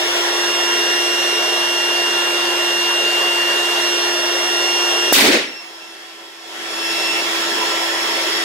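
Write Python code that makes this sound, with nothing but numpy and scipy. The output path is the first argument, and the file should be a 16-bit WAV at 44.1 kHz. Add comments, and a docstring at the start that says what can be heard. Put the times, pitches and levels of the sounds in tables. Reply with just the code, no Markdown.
"""Motor whines over rushing air: an electric blower fills a large latex balloon in a garage.
The whines are sines on shaft orders; the air is noise coloured by resonances and broad humps.
The balloon bursts: a pressure front, then the garage roars; the unloaded fan drags the motor slower.
The recorder's gain control drops hard at the bang, holds, and lets the blower swell back."""
import sys
import numpy as np
from scipy import signal
from scipy.fft import rfft, irfft, next_fast_len
from scipy.io import wavfile
from scipy.ndimage import uniform_filter1d

SR = 44100
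rng = np.random.default_rng(int(sys.argv[2]) if len(sys.argv) > 2 else 0)


def file_out(sig):
    """Save sig as 16-bit WAV at sys.argv[1]."""
    # one column per channel
    cols = np.atleast_2d(sig).T
    # limit, then scale
    lim = np.clip(cols, -1, 1)
    pcm = np.round(lim * 32767).astype(np.int16)
    wavfile.write(sys.argv[1], SR, pcm)


N = 372202
BURST_S = 5.125

# All source levels are ahead of the recorder.
# motor speed, sagging once the fan moves free air: [t/s, speed/(turns/s)]
MOTOR_SPEED = [(0, 348.7), (.3, 348.96), (.5, 349.09), (1.1, 349.18), (1.7, 349.2), (1.95, 349.31),
               (2.45, 349.1), (3.1, 349.47), (3.5, 349.34), (4.1, 349.05), (4.5, 349.07), (4.7, 349.28),
               (4.95, 349.17), (5.12, 349.3), (5.4, 341.66), (5.5, 339.5), (5.6, 338.25), (5.7, 337.07),
               (5.9, 335.85), (6.4, 335.09), (6.9, 336.02), (7.2, 336.37), (7.65, 336.93), (8.2, 336.76),
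               (8.44, 336.9)]
# prominent whine orders, level following pitch: [order]
WHINE_ORDERS = (8, 10, 16, 20, 24, 32)
# garage answer to a pure tone, different every few Hz, so whines swell and fade with speed:
# [f/Hz, left rms level/dB, right rms level/dB, left lead/rad]
WHINE_ANSWER = [(2682, -36, -40, 1), (2685, -38, -38, 0), (2687, -27.5, -33, 1), (2690, -25, -24, 1),
                (2690.5, -24.5, -23, 1.6), (2692, -35, -29.5, 2.7), (2695, -32, -31, 4),
                (2700, -23, -21, 3.4), (2701, -33, -23, 2), (2706.5, -22, -21.5, .2), (2712, -19, -20, 1.9),
                (2720, -21, -30, 4.5), (2728, -15, -18, 9), (2791, -24.5, -27, 3), (2791.6, -37, -31, 2),
                (2792, -31, -26, -0.3), (2793, -25, -22, 0.25), (2795.4, -20, -19.5, 0.45),
                (3349, -31, -31, 0), (3340, -34, -32, 2), (3369, -33.5, -32.5, 1.4), (3375, -40, -39, 0),
                (3488, -36, -32, -1.5), (3494, -35, -31.5, -2.5), (5362, -40, -38, 2),
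                (5371, -36, -36, 3.5), (5374, -28, -29, 5.4), (5380.5, -30, -29, 7),
                (5383.5, -45, -38, 9.5), (5386, -32, -32.5, 9), (5397, -40, -29, 6), (5406, -37, -27, 6),
                (5410, -24, -20, 1), (5417, -21, -17, .3), (5422, -35, -24, 2.8), (5434, -22, -21, 2),
                (5450, -28, -26, -.5), (5464, -24, -20, -1), (5580, -27.5, -30, -3), (5588, -27, -24, -2.6),
                (5591, -29.5, -28, -2.5), (5587, -42, -32, -2.5), (6690, -46, -42, -2),
                (6760, -40, -37, -1), (6760, -45, -43, -1), (6990, -45, -54, -4), (6990, -42, -39, -2.5),
                (6920, -46, -40, -1.7), (7000, -49, -49, -1), (8020, -51, -47, 1), (8070, -42, -42, 2),
                (8067, -45, -48, 0), (8080, -49, -49, 2), (8371, -46, -44, -5), (8376, -39.5, -42, -2.8),
                (10726, -52, -56, -1), (10745, -46, -44, .3), (10768, -57, -54, 0), (10792, -45, -43, 0),
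                (10860, -60, -52, 1.7), (11161, -50, -48, .5), (11168, -45, -45, -.8),
                (11176, -50, -49, -2)]
# quick unsteadiness of the whines: [with balloon rms/dB, blowing free rms/dB]
WHINE_FLUTTER_DB = (1.0, 1.4)
# slow level and phase waver of the whines above 5 kHz, a dip near 2.5 s, then back:
# [t/s, level waver/dB, left phase waver/rad]
HIGH_WHINE_WAVER = [(0, 0, 0), (.75, 1.5, 0), (1.3, -0.5, 0.65), (1.8, -2, 0.2), (2.5, -5.5, 0),
                    (2.9, -1.5, 0), (3.6, 0.5, 0), (5.0, 1.5, 0.06), (5.2, 0, 0)]
# other shaft orders: [order, level with balloon/dB, level after burst/dB, left-right/dB,
# left lead/rad, waver rms/dB]
OTHER_ORDERS = [(1, -29, -33, -1.5, .2, .8), (4, -36, -37, -2, .6, 1.5), (27, -58, -62, 0, .5, 3),
                (28, -55, -53, -3, -1, 3), (33, -59, -61, 0, .5, 3), (40, -59, -63, 0, 1.2, 3)]
# faint steady hum: [f/Hz, rms level/dB]
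HUM = (161, -42.5)
# air spectrum, balloon on the nozzle: [f/Hz, relative density/dB]
AIR_FILLING = [(40, -27), (130, -8.5), (200, -10.5), (300, -10), (420, 1), (800, -3), (1300, -6),
               (1850, -1), (2400, -5.5), (3300, -1.5), (5000, -9), (8500, -15), (12000, -21), (16000, -32)]
# air spectrum, blowing free: [f/Hz, relative density/dB]
AIR_FREE = [(40, -26), (130, -8), (200, -8), (300, -7), (420, -1), (700, -4), (1300, -7), (1900, -2),
            (2400, -5), (3300, -2.5), (4900, -8.5), (5250, -2.5), (5650, -10), (8500, -16), (12000, -21),
            (16000, -31.5)]
# narrow resonances and a few broad humps and dips in the air sound:
# [f/Hz, width/Hz, left lift/dB, right lift/dB]
AIR_RESONANCES = [(263, 18, -1.5, 3), (300, 25, -6, -5), (380, 17, 4, 1), (436, 17, 0, 3),
                  (481, 39, -11, -7.5), (588, 25, -3.5, -3), (628.5, 27, 5, 6), (646, 20, -6, -2),
                  (676, 23, 4.5, 1), (745, 18, 5.5, 5.5), (775, 14.6, -10, -5.5), (797, 18, 11, 8.5),
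                  (814, 21, -6.5, -7), (830, 23, 0.5, 3.5), (930, 31, 8, 2), (1009.6, 24, -2, 12.5),
                  (1044, 14, -3, -5), (1089, 40, 6, 4), (1160, 24, 8.5, -2), (1274, 46, -10.5, 6),
                  (1460, 36, 3.5, 2), (1630, 40, 8.5, 1), (1754, 66, 3, 7.5), (1937, 43, 7, 0),
                  (2143, 28, 2, 8.5), (3330, 56, 2.5, 3), (4610, 55, 5, 5.5), (5330, 270, 2.5, 2.5),
                  (8600, 1300, -4, -4.5), (10400, 1170, 6, 7)]
# likeness of the two microphones, blower air: [f/Hz, likeness/(0-1)]
ALIKE_AIR = [(60, 0.65), (290, 1), (640, 0.78), (900, 0.01), (1150, 0.41), (1500, 0.09), (3000, 0),
             (15000, 0.92)]
# garage roar after the burst: [f/Hz, relative density/dB, t60/s, build-up/s]
ROAR = [(40, 2, 0.43, 0.017), (160, -2.5, 0.46, 0.046), (250, 13.5, 0.4, 0.11), (392, 8.5, 0.45, .13),
        (650, 4.5, 0.38, .12), (1170, -7, 0.47, 0.012), (1850, -0.5, 0.51, 0.018),
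        (3950, -1.5, 0.46, 0.012), (8400, -10, 0.39, 0.0037), (13700, -9, 0.28, 0.00075),
        (16100, -9.5, 0.29, 0.0009)]
# likeness of the two microphones, diffuse roar: [f/Hz, likeness/(0-1)]
ALIKE_ROAR = [(60, .5), (290, 0.91), (640, 0.49), (1400, .05), (15000, .05)]
# recorder bass filter: [f/Hz, gain/dB]
LOW_CUT = [(60, -17.5), (140, -23), (200, -9), (300, -1), (420, 0)]

AIR_DB, AIR_LEFT_DB, AIR_LEFT_LEAD_S = -19.5, -0.38, 0.0001397
BLAST_DB, ROAR_DB = 34, 17.5
BAND_EDGE_HZ = 15780


def gain_of(db):
    """Decibels to amplitude."""
    return 10 ** (np.asarray(db) / 20)


def evened(x):
    """Scales to rms 1."""
    return x / np.sqrt(np.mean(abs(x) ** 2) + 1e-20)


def curves(rows, x):
    """Table columns over time or pitch, joined by straight lines."""
    nodes, *columns = np.transpose(rows)
    return np.array([np.interp(x, nodes, column) for column in columns])


def read(points, hz, order=1):
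    """One column of a spectrum table on a log-frequency axis."""
    table = np.transpose(points)
    return np.interp(np.log(hz + 1), np.log(table[0] + 1), table[order])


def drift(t, low_hz, top_hz):
    """Slow chance of rms 1: sines of random phase, stronger when slower."""
    rates_hz = np.geomspace(low_hz, top_hz, num=16)
    return evened(sum(np.sin(2 * np.pi * (f * t + rng.random())) / np.sqrt(f) for f in rates_hz))


def noise(size, magnitude, alike, lead_s):
    """Stereo noise from random short-time spectra, shaped by magnitude(hz, t)."""
    hop = size // 4
    hz = np.fft.rfftfreq(size, 1 / SR)
    t = np.arange(N // hop + 5) * hop / SR
    a, b, c, d = rng.standard_normal((len(t), len(hz), 4)).T
    same = np.clip(read(alike, hz), 0, 1)[:, None]
    right = a + 1j * b
    left = same * right + np.sqrt(1 - same ** 2) * (c + 1j * d)
    left = left * np.exp(2j * np.pi * hz * lead_s)[:, None]
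    spectra = np.array([left, right]) * magnitude(hz, t)
    return signal.istft(spectra, nperseg=size, noverlap=size - hop)[1][:, :N]


def motor():
    """Sines on whole multiples of the shaft speed, plus a fixed hum."""
    t = np.arange(N) / SR
    coarse_s = t[::441]
    speed = curves(MOTOR_SPEED, t)[0]
    shaft_rad = 2 * np.pi * np.cumsum(speed) / SR
    out = np.zeros((2, N))
    flutter_db = np.where(t < BURST_S, *WHINE_FLUTTER_DB)
    for k in WHINE_ORDERS:
        *level_db, lead_rad = curves(WHINE_ANSWER, k * speed)
        shake_db = flutter_db * np.interp(t, coarse_s, drift(coarse_s, low_hz=9.0, top_hz=44.98))
        slow_db, slow_rad = (k * speed > 5000) * curves(HIGH_WHINE_WAVER, t)
        tones = np.sin([k * shaft_rad + lead_rad + slow_rad, k * shaft_rad])
        out += gain_of(level_db + shake_db + slow_db) * tones
    for k, full_db, free_db, pan_db, lead_rad, waver_db in OTHER_ORDERS:
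        level_db = np.where(t < BURST_S, full_db, free_db)
        for side, half in enumerate((.5, -.5)):
            wobble_db = waver_db * np.interp(t, coarse_s, drift(coarse_s, low_hz=0.394, top_hz=8.7))
            tone = np.sin(k * shaft_rad + half * lead_rad)
            out[side] += gain_of(level_db + half * pan_db + wobble_db) * tone
    hum_hz, hum_db = HUM
    out += gain_of(hum_db) * np.sin(2 * np.pi * hum_hz * t)
    return np.sqrt(2) * out  # rms levels to peak


def air():
    """Turbulent air from fan and nozzle, slightly patchy; its colour changes when the balloon is gone."""
    def magnitude(hz, t):
        """Air colour, resonances and chance, as amplitude."""
        patches = rng.standard_normal((len(t), len(hz))).T
        patches = uniform_filter1d(patches, size=24, axis=0)
        patches_db = 1.72 * evened(uniform_filter1d(patches, size=3, axis=1))
        filling_db, free_db = read(AIR_FILLING, hz)[:, None], read(AIR_FREE, hz)[:, None]
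        colour_db = np.where(t < BURST_S, filling_db, free_db)
        lift_db = sum(np.outer(db, 1 / (1 + (2 * (hz - f) / width) ** 2))
                      for f, width, *db in AIR_RESONANCES)
        # countless smaller standing waves
        ripple_db = 2.4 * uniform_filter1d(rng.standard_normal((len(hz), 2)).T, size=2)
        swell_db = .3 * drift(t, low_hz=.4, top_hz=8.0)
        fixed_db = (lift_db + ripple_db)[:, :, None]
        return gain_of(colour_db + fixed_db + patches_db + swell_db)

    rush = evened(noise(4096, magnitude, ALIKE_AIR, AIR_LEFT_LEAD_S))
    return gain_of(AIR_DB) * rush * gain_of([[AIR_LEFT_DB], [0]])


def burst():
    """A pressure front that swings to suction, then a decaying roar whose bands build up at their own pace."""
    t = np.arange(N) / SR - BURST_S
    push_s, pull_s = .0009, .0005
    front = np.clip(t / .0001, 0, 1) * (t < push_s + pull_s)
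    swing = np.clip((push_s - t) / 0.00014, -1.4, 1)
    blast = front * swing * np.exp(-np.clip(t, 0, push_s) / 0.0031)

    def magnitude(hz, frame_s):
        """Build-up, clumping and decay per band, as amplitude."""
        age_s = np.maximum(frame_s - BURST_S, 0)
        level_db, t60_s, build_s = (read(ROAR, hz, order=k)[:, None] for k in (1, 2, 3))
        growth = 1 - 0.89 * np.exp(-(age_s / np.maximum(build_s, 1e-4)) ** 2)
        clumps = rng.standard_normal((len(frame_s), len(hz))).T  # echoes arrive in clumps
        clumps = uniform_filter1d(clumps, size=5, axis=0)
        slaps_db = 2.5 * evened(uniform_filter1d(clumps, size=3, axis=1))
        decay_db = 60 * age_s / t60_s
        return growth * gain_of(level_db + slaps_db - decay_db) * (frame_s > BURST_S - .01)

    roar = noise(512, magnitude, ALIKE_ROAR, 0) * (t > push_s + pull_s)
    return gain_of(BLAST_DB) * blast + gain_of(ROAR_DB) * roar


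def scene():
    """Blower and burst at the two microphones."""
    return motor() + air() + burst()


def record(dry):
    """Slow gain control with a hold, a quick limiter, clipping, bass filter, band limit."""
    t = np.arange(N) / SR
    power = abs(uniform_filter1d((dry ** 2).mean(0), size=200, origin=60))
    power_db = 10 * np.log10(power + 1e-12)
    since_overload_s = t - np.maximum.accumulate(np.where(power_db > -6, t, -10))
    hold_s, release_s = .97, .7
    duck_db = 16.44 * np.clip(1 - (since_overload_s - hold_s) / release_s, 0, 1) ** 2.12
    over_db = np.maximum(power_db - duck_db + 9.0, 0)  # limiter threshold -9 dB
    fall_db = t * 300  # limiter recovery, 300 dB/s
    over_db = np.maximum.accumulate(over_db + fall_db) - fall_db
    quiet = dry / gain_of(uniform_filter1d(duck_db + over_db, size=60))
    clipped = np.clip(quiet, -.95, .95)
    size = next_fast_len(N + 4096)
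    bass_gain = gain_of(read(LOW_CUT, np.fft.rfftfreq(size, 1 / SR)))
    thinned = irfft(rfft(clipped, size) * bass_gain, size)[:, :N]
    band = signal.firwin(1023, BAND_EDGE_HZ, window=("kaiser", 9), fs=SR)
    return np.clip(signal.oaconvolve(thinned, band[None], "same"), -1, 1)


dry = scene()
out = record(dry)
file_out(out)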